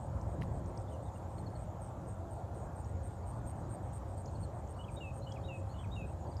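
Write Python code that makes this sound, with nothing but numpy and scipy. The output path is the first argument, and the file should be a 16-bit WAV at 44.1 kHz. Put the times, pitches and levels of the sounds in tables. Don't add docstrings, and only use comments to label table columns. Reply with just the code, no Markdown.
import sys
import numpy as np
from scipy import signal
from scipy.fft import rfft, irfft, next_fast_len
from scipy.io import wavfile
from scipy.ndimage import uniform_filter1d, map_coordinates

SR = 44100
rng = np.random.default_rng(int(sys.argv[2]) if len(sys.argv) > 2 else 0)


def pcm_store(signal):
    levels = np.round(np.clip(np.atleast_2d(signal), -1, 1) * 32767)
    wavfile.write(sys.argv[1], SR, levels.astype(np.int16).T)


def how_loud(loudness_db):
    steps = np.asarray(loudness_db, float) / 20
    return 10 ** steps


N = 282240
T = np.arange(N) / SR

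# [t/s, level/dB]
ROAR_LEVEL = [(0.0, -42), (0.16, -37), (0.21, -44), (0.3, -37.5), (.55, -38.5), (.75, -43), (1.19, -44),
              (1.41, -41.5), (1.99, -45), (2.9, -42), (2.97, -38.5), (3.15, -46), (3.3, -41.5), (4.3, -43),
              (4.42, -39), (4.52, -44.5), (5.8, -42.5), (5.9, -39.5), (6.22, -43.5), (6.4, -42)]
# [f/Hz, density/dB per Hz]
ROAR_SPECTRUM = [(12, -40), (20, -36.5), (58, -1.5), (86, 2), (115, -0.5), (157, -11), (260, -19.5),
                 (340, -40.5), (570, -120)]
RUSH_SPECTRUM = [(88, -40.5), (150, 1), (188, -1), (248, -6.5), (346, -0.5), (381, -6.5), (419, -4.5),
                 (466, -6.5), (532, -2.5), (651, -2.5), (900, -6), (1320, -17), (1430, -20.5), (1610, -22),
                 (2600, -36.5), (3380, -66), (5720, -120)]
# [t/s, f/Hz, level/dB]
FAN_WHINE = [(1.7, 1340, -72.5), (2.3, 1383, -70), (2.9, 1417, -70), (3.45, 1453, -67), (3.6, 1460, -86)]
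# [t/s, f/Hz, level/dB]
BLADE_HUM = [(.7, 510, -70), (1, 532.3, -58), (1.5, 605.3, -59.5), (2.2, 650, -55), (2.7, 714.4, -55),
             (3.1, 732, -72)]
# [t/s, half length/s, level/dB]
LOW_HUM_CHANGES = [(.05, .2, 0.5), (.68, 0.11, -16), (1.5, 0.58, -9), (2.44, 0.22, -26), (3.32, 0.22, -16),
                   (4.7, 0.55, -26), (5.5, 0.55, 5), (5.9, .14, -14)]
# [t/s, half length/s, level/dB]
HIGH_HUM_SWELLS = [(.85, 0.24, 11), (1.84, 0.27, 8.5), (3.32, 0.27, 9), (5.3, 0.36, 9), (5.85, 0.19, 10)]

# [t/s, length/s, level/dB]
NEAR_CRICKET = [(0.198, .044, -69), (0.432, .04, -68.5), (.659, .05, -65), (0.891, .053, -63.5),
                (1.135, .058, -63), (1.366, .056, -62.5), (1.6, .048, -62.5), (1.8046, .053, -58),
                (2.0634, .058, -59.5), (2.302, .043, -58), (2.539, .071, -62), (2.752, .072, -59),
                (3.026, .065, -57.5), (3.257, .065, -56), (3.458, .061, -53), (3.693, .067, -54.5),
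                (3.925, .06, -55), (4.163, .062, -58), (4.391, .068, -58.5), (4.686, .05, -59),
                (4.904, .064, -57.5), (5.135, .064, -58.5)]
# [t/s, level/dB]
FAR_CRICKET = [(0.0, -68.5), (.2827, -68.5), (.5276, -68.5), (.762, -67.5), (1.0256, -68.5), (1.2973, -70),
               (1.555, -67), (1.826, -66), (2.077, -68), (2.333, -72), (2.604, -71), (2.858, -70),
               (3.0999, -71), (3.3259, -70), (3.556, -69), (3.8295, -69.5), (4.0803, -69), (4.3137, -69),
               (4.5407, -71), (4.7667, -69), (5.0239, -73.5), (5.281, -70.5), (5.5363, -69),
               (5.7814, -68.5), (6.0607, -69), (6.2788, -70.5)]
THIN_CRICKET = [(.13, -73), (.68, -76), (.95, -71), (1.18, -73), (1.501, -68), (2.17, -73), (4.82, -75),
                (5.42, -72), (5.67, -71), (5.955, -68), (6.17, -73)]
HIGH_CRICKET = [(1.03, -77), (1.29, -73), (1.56, -82), (1.83, -74), (2.31, -73), (2.55, -73), (2.8, -79),
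                (3.06, -76), (3.33, -74), (3.59, -72), (3.86, -78), (4.1, -76), (4.34, -77), (4.59, -91),
                (5.14, -73), (5.43, -76), (5.68, -78), (5.96, -73)]

# [t/s, length/s, start f/Hz, end f/Hz, level/dB]
WREN_SONG = [(4.74, .045, 4170, 4520, -69), (4.787, 0.038, 2910, 2984, -53.5),
             (4.834, 0.023, 3280, 3200, -58), (4.879, 0.024, 2635, 2263, -54.5),
             (4.961, .032, 3720, 3660, -55), (5.003, 0.092, 2804, 2570, -50),
             (5.214, 0.049, 4090, 4200, -64), (5.263, 0.036, 2946, 2970, -54),
             (5.311, 0.021, 3330, 3195, -53.5), (5.357, 0.028, 2700, 2120, -55),
             (5.436, 0.062, 3680, 3700, -58.5), (5.482, 0.097, 2792, 2535, -51),
             (5.689, .055, 4130, 4410, -65.5), (5.735, 0.04, 2900, 2990, -64),
             (5.783, 0.05, 3390, 3120, -61), (5.835, .028, 2680, 2060, -57.5),
             (5.912, 0.056, 3680, 3710, -54.5), (5.958, 0.1, 2765, 2510, -52.5)]
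WREN_BEND = (90, 0, 0, 20, 115, -40)
# [t/s, length/s, f/Hz, level/dB]
SHORT_CALLS = [(1.376, 0.022, 4300, -62.5), (1.459, 0.025, 4350, -58), (1.549, 0.024, 4310, -61.5),
               (3.225, .02, 4600, -71), (3.323, .028, 4650, -73), (4.082, 0.013, 4620, -77),
               (4.172, 0.018, 4630, -69), (4.274, 0.018, 4300, -62), (4.348, 0.021, 4330, -61),
               (4.426, .029, 4350, -59), (5.408, 0.016, 4570, -66), (6.264, 0.017, 4630, -66),
               (6.311, 0.023, 4730, -63), (6.368, .02, 4780, -62)]
CALL_SHAPE = (1.008, 1.003, .955)
# [t/s, length/s, start f/Hz, end f/Hz, level/dB]
STRAY_NOTES = [(.25, .025, 7900, 7850, -75), (.3, 0.035, 3750, 3620, -76), (0.874, 0.041, 3450, 3720, -70),
               (0.91, 0.06, 3080, 2820, -68), (0.923, .035, 6550, 5850, -69),
               (1.052, 0.047, 3800, 3450, -67.5), (1.152, 0.02, 2830, 2810, -65),
               (5.098, 0.017, 2570, 2540, -54), (5.297, .03, 2950, 2960, -63),
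               (5.756, .035, 3650, 3500, -71), (5.775, .052, 2990, 3060, -62.5),
               (5.422, .05, 3200, 3200, -72), (5.62, 0.056, 2600, 2600, -75),
               (6.063, 0.05, 2560, 2640, -71), (6.323, .03, 4000, 4300, -75)]
# [t/s, peak level/dB, centre f/Hz]
BIRD_CHIPS = [(0.2124, -57.5, 5760), (0.6594, -60, 6300), (0.7751, -53, 5330), (2.8444, -56, 5320),
              (4.258, -54, 5300), (4.6753, -66, 6500), (5.3214, -54.5, 5400), (6.3678, -55.5, 5270)]
# [t/s, peak level/dB, body f/Hz]
SHORT_TICKS = [(.4143, -54, 4500), (.4146, -56, 3000), (.415, -57, 8800), (.4152, -60, 6500),
               (.4153, -38, 850), (.4156, -48, 2100), (.4232, -58, 4200), (.426, -53, 1800),
               (.4203, -41, 2900), (.4206, -53, 5500), (.4209, -35, 2000), (.4219, -42, 1850),
               (.4238, -56, 2300), (.4308, -55, 2600), (.431, -51, 5800), (.4313, -57, 7200),
               (.4358, -49, 2200), (.4359, -35, 1050), (.556, -60, 2800), (1.228, -56, 2400),
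               (1.384, -52, 2300), (1.3842, -60, 5000), (1.503, -57, 2600), (1.5032, -63, 4500),
               (3.2635, -66, 9000), (3.312, -66, 11000), (3.4715, -59, 6500), (3.4725, -63, 12000),
               (3.496, -60, 6000), (3.4975, -61, 12500), (3.5045, -63, 13000), (3.515, -61, 5500),
               (3.7065, -63, 11000), (3.9325, -66, 11000), (3.98, -60, 3500), (4.4044, -67, 11000),
               (4.975, -60, 3000), (5.0085, -61, 4200), (5.965, -62, 4000), (6.015, -60, 9000),
               (6.368, -66, 11000), (6.3989, -44, 13500)]

# [f/Hz, density/dB per Hz]
FAR_HISS = [(1500, -120), (2300, -2.5), (3200, 1), (5000, -3.5), (7500, 0.5), (9300, -5), (10300, -11.5),
            (12300, -9), (14900, -12.5), (15300, -60)]
# [t/s, level over the murmur/dB]
LOWER_GROUP = [(.06, 10), (.3, 7), (.48, 6), (.65, 9), (.8, 7), (1.14, 10), (1.39, 5), (1.6, 8), (1.75, 0),
               (2.1, 11), (2.42, 3), (2.64, 6), (2.85, 10), (2.98, 8), (3.18, 7), (3.46, 8), (3.64, 5),
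               (3.96, 8), (4.2, 3), (4.28, 16), (4.69, 8), (4.98, 7), (5.2, 13), (5.33, 11), (5.49, 9),
               (5.72, 10), (5.98, 14.5), (6.22, 11), (6.4, 12)]
UPPER_GROUP = [(0.0, 10), (.21, 7), (.57, 7), (.8, 10), (1.14, 7), (1.6, 5), (2.1, 4), (2.64, 9), (2.8, 11),
               (3.08, 8.9), (3.47, 9), (3.72, 12), (3.96, 11), (4.21, 9), (4.28, 8), (4.44, 8.8), (4.69, 7),
               (4.94, 8.9), (5.03, 14), (5.3, 8.6), (5.6, 11.7), (5.93, 8), (6.22, 9)]
# [f/Hz, t60/s]
FIELD_DECAY = [(1500, 0.16), (4000, 0.43), (9000, 0.04)]


def jet():
    roar_db, = curves(ROAR_LEVEL)
    rush_db = -49.5 - 0.3 * (T - T.mean()) + 0.049 * (roar_db - roar_db.mean())
    roar = noise(lambda hz: how_loud(along(ROAR_SPECTRUM, hz)), patchy_db=-2.0)
    swell = uniform_filter1d(uniform_filter1d(roar ** 2, size=SR // 14), size=SR // 14)
    roar = how_loud(roar_db) * unit(roar / np.abs(swell) ** 0.35)
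    rush = noise(lambda hz: how_loud(along(RUSH_SPECTRUM, hz)), patchy_db=1.8)
    rush = how_loud(rush_db + 0.51 * wobble(2.94)) * rush

    low_hum = glide(542 + 3 * wobble(2.4), blur=0.31, rate=14)
    low_hum = how_loud(-57 + bumps(LOW_HUM_CHANGES)) * low_hum
    high_hum = glide(802 + 2 * wobble(1.8), blur=0.25, rate=13)
    high_hum = how_loud(-67.5 + bumps(HIGH_HUM_SWELLS)) * high_hum

    whine_hz, whine_db = curves(FAN_WHINE)
    blade_hz, blade_db = curves(BLADE_HUM)
    whine = how_loud(whine_db) * glide(whine_hz, blur=0.61, rate=21)
    blades = how_loud(blade_db) * glide(blade_hz, blur=0.99, rate=45)
    return roar + rush + low_hum + high_hum + whine + blades


def crickets():
    out = np.zeros(N)
    for s, length, db in NEAR_CRICKET:
        sound = chirp(length, 8480, period=0.00787, duty=0.656, overtone_db=-20, shy_db=15.5)
        add(out, s - 0.0024, how_loud(db + 3.5) * sound)
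    for s, db in FAR_CRICKET:
        sound = chirp(0.072, 8240, period=0.0093, duty=0.736, overtone_db=-39, tiring=0.0035, blur=0.56)
        add(out, s - 0.0028, how_loud(db + 5.5) * sound)
    for s, db in THIN_CRICKET:
        add(out, s, how_loud(db) * chirp(0.045, 8740, period=0.0082, duty=0.6, overtone_db=-42))
    for s, db in HIGH_CRICKET:
        sound = chirp(0.057, 9400, period=0.0085, duty=0.49, overtone_db=-40)
        add(out, s - 0.012, how_loud(db - 4.5) * sound)
    return out


def chirp(length, hz, period, duty, overtone_db, tiring=0, shy_db=5, blur=0.13):
    duration = np.ceil(length / period - 0.45) * period
    stroke, u = np.divmod(np.arange(round(duration * SR)) / SR, period)
    luck = rng.standard_normal((16, 4))[stroke.astype(int) % 16]
    u = np.clip(u / (period * duty) - 0.046 * luck[:, 2], 0, 1)
    warmup = np.exp(-stroke / 0.9)
    effort = how_loud(-shy_db * warmup + 1.7 * luck[:, 0] - 0.31 * stroke)
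    sag = 0.0027 * (shy_db + 2.5) * u ** 3
    flat = 0.0014 * shy_db * warmup + tiring * (stroke - 3)
    pitch = hz * (1.012 - sag - flat + 0.004 * luck[:, 3])
    phase = 2 * np.pi * np.cumsum(pitch) / SR + 3 * luck[:, 1] + blur * wobble(700, size=len(u))
    second_mode = 0.72 * np.sin(1.47 * phase)
    rasp = 2.2 * u ** 3 * rng.standard_normal(len(u))
    scrape = how_loud(overtone_db + 3 * luck[:, 2]) * (second_mode + rasp)
    return np.sin(np.pi * u) ** 0.62 * effort * (np.sin(phase) + scrape)


def wren_notes():
    notes = []
    for k, (s, length, start, end, db) in enumerate(WREN_SONG):
        middle = (start + end) / 2 + WREN_BEND[k % len(WREN_BEND)]
        notes.append((s, length, start, middle, end, db))
    return notes


def call_notes():
    calls = [(s, length, *np.multiply(hz, CALL_SHAPE), db) for s, length, hz, db in SHORT_CALLS]
    strays = [(s, length, a, (a + b) / 2, b, db) for s, length, a, b, db in STRAY_NOTES]
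    return sorted(calls + strays)


def whistles(notes, clear_db, rate):
    pitch, level, blur = np.zeros((3, 2, N))
    for k, (s, length, *hz, db) in enumerate(notes):
        u = np.linspace(0, 1, round(length * SR))
        start = round(s * SR)
        span = k % 2, slice(start, start + len(u))
        pitch[span] = np.polyval(np.polyfit([0.15, 0.5, 0.85], hz, 2), u)
        edges = np.minimum(u / 0.009, (1 - u) / 0.007) * length
        level[span] = how_loud(db + 0.53 - 3.6 * u) * np.clip(edges, 0, 1)
        blur[span] = 0.1 + (clear_db - db) / 13
    out = np.zeros(N)
    for k in range(2):
        unsteady = pitch[k] * (1 + 0.006 * wobble(55))
        out += level[k] * glide(unsteady, blur[k], rate)
    return out


def chips():
    out, t = np.zeros(N), np.arange(round(0.03 * SR)) / SR
    for s, db, hz in BIRD_CHIPS:
        burst = np.sin(np.pi * np.clip(t / 0.0056, 0, 1) ** 0.52) ** 1.3
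        trail = 0.12 * np.abs(wobble(400, size=len(t))) * np.exp(-t / 0.014)
        sweep = glide(hz * (1.42 - 0.6 * np.exp(-t / 0.0045)), blur=0.45, rate=500)
        add(out, s, how_loud(db + 1.5) * (burst + trail) * sweep)
    return out


def ticks():
    out, t = np.zeros(N), np.arange(round(0.015 * SR)) / SR
    for s, db, hz in SHORT_TICKS:
        decay = 1.6 * how_loud(-60 * t / 0.0062) + 0.3 * how_loud(-60 * t / 0.055)
        crack = uniform_filter1d(rng.standard_normal(len(t)), size=6) * decay
        ring = how_loud(-60 * t * hz / 12) * (1 - np.exp(-t * hz * 3)) * np.sin(2 * np.pi * hz * t)
        share = min(hz / 3500, 1) * min(how_loud(-49 - db), 1)
        add(out, s, how_loud(db) * (share * crack + ring))
    return out


def chorus():
    out = how_loud(-73.5) * noise(lambda hz: how_loud(along(FAR_HISS, hz)), patchy_db=1.84)
    # group, murmur level/dB, half length of a swell/s, centre and width f/Hz, strokes per second
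    groups = ((LOWER_GROUP, -83.5, 0.06, 6800, 300, 105), (UPPER_GROUP, -84, 0.052, 7420, 420, 92))
    for group, murmur_db, half, hz, width_hz, rate in groups:
        level_db = murmur_db + bumps([(s, half, up) for s, up in group])
        strokes = np.cos(2 * np.pi * np.cumsum(rate * (1 + 0.0596 * wobble(4.9))) / SR)
        voices = noise(band(hz, width_hz), patchy_db=2.5)
        out = out + how_loud(level_db) * unit(how_loud(2.1 * strokes) * voices)
    return out


def field(x):
    out, step = np.zeros(N), SR // 4
    for i in range(0, N, step):
        hz, t, z = signal.stft(rng.standard_normal(SR // 2), SR, nperseg=256)
        decay = how_loud(-60 * t / along(FIELD_DECAY, hz)[:, None])
        tail = signal.istft(z * decay, SR, nperseg=256)[1]
        echo = signal.fftconvolve(x[i:i + step], tail / np.linalg.norm(tail))
        add(out, i / SR + 0.012, echo)
    return out


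def glide(pitch_hz, blur, rate):
    size, share = len(pitch_hz), np.clip(blur, 0, 1)
    scramble = wobble(rate, size=size) + 1j * wobble(rate, size=size)
    air = np.sqrt(1 - share) + np.sqrt(share / 2) * scramble
    return np.real(air * np.exp(2j * np.pi * np.cumsum(pitch_hz) / SR))


def noise(gain, patchy_db=0):
    z = signal.stft(rng.standard_normal(N), nperseg=512)[2]
    patches = uniform_filter1d(rng.standard_normal(z.shape), size=5, axis=0)
    patches = uniform_filter1d(patches, size=12, axis=1)
    x = signal.istft(z * how_loud(patchy_db * unit(patches)), nperseg=512)[1][:N]
    m = next_fast_len(N + 8192)
    return unit(irfft(rfft(x, m) * gain(np.fft.rfftfreq(m, 1 / SR)), m)[:N])


def band(centre_hz, width_hz):
    return lambda hz: np.exp(-((hz - centre_hz) / width_hz) ** 2)


def wobble(rate, size=N):
    return map_coordinates(rng.standard_normal(int(N * rate / SR) + 4), [T[:size] * rate])


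def bumps(rows):
    t = T[::64]
    total = sum(db * np.clip(1 - np.abs(t - s) / half, 0, 1) for s, half, db in rows)
    return np.interp(T, t, total)


def curves(rows):
    s, *cols = np.transpose(rows)
    return [np.interp(T, s, c) for c in cols]


def along(points, hz):
    f, v = np.transpose(points)
    return np.interp(np.log(hz + 1), np.log(f + 1), v)


def unit(x):
    return x / np.sqrt(np.mean(x ** 2) + 1e-20)


def add(track, s, sound):
    i = max(round(s * SR), 0)
    track[i:i + len(sound)] += sound[:len(track) - i]


def scene():
    wren = whistles(wren_notes(), clear_db=-53, rate=300)
    others = whistles(call_notes(), clear_db=-64, rate=420)
    chip, bugs = chips(), crickets()
    echoes = field(how_loud(-17) * wren + how_loud(-22) * others + how_loud(-14) * chip + how_loud(-14) * bugs)
    return (jet() + bugs + wren + others + chip + ticks() + chorus() + echoes)[None]


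def roll_off(x):
    return signal.sosfilt(signal.butter(12, 15880, fs=SR, output="sos"), x)


def record(dry):
    m = next_fast_len(N + 8192)
    hz = np.fft.rfftfreq(m, 1 / SR)
    response = np.where(hz < 15250, 1, how_loud(-26))
    dull = irfft(rfft(dry, m) * response, m)[:, :N]
    return roll_off(dull)


dry = scene()
out = record(dry)
pcm_store(out)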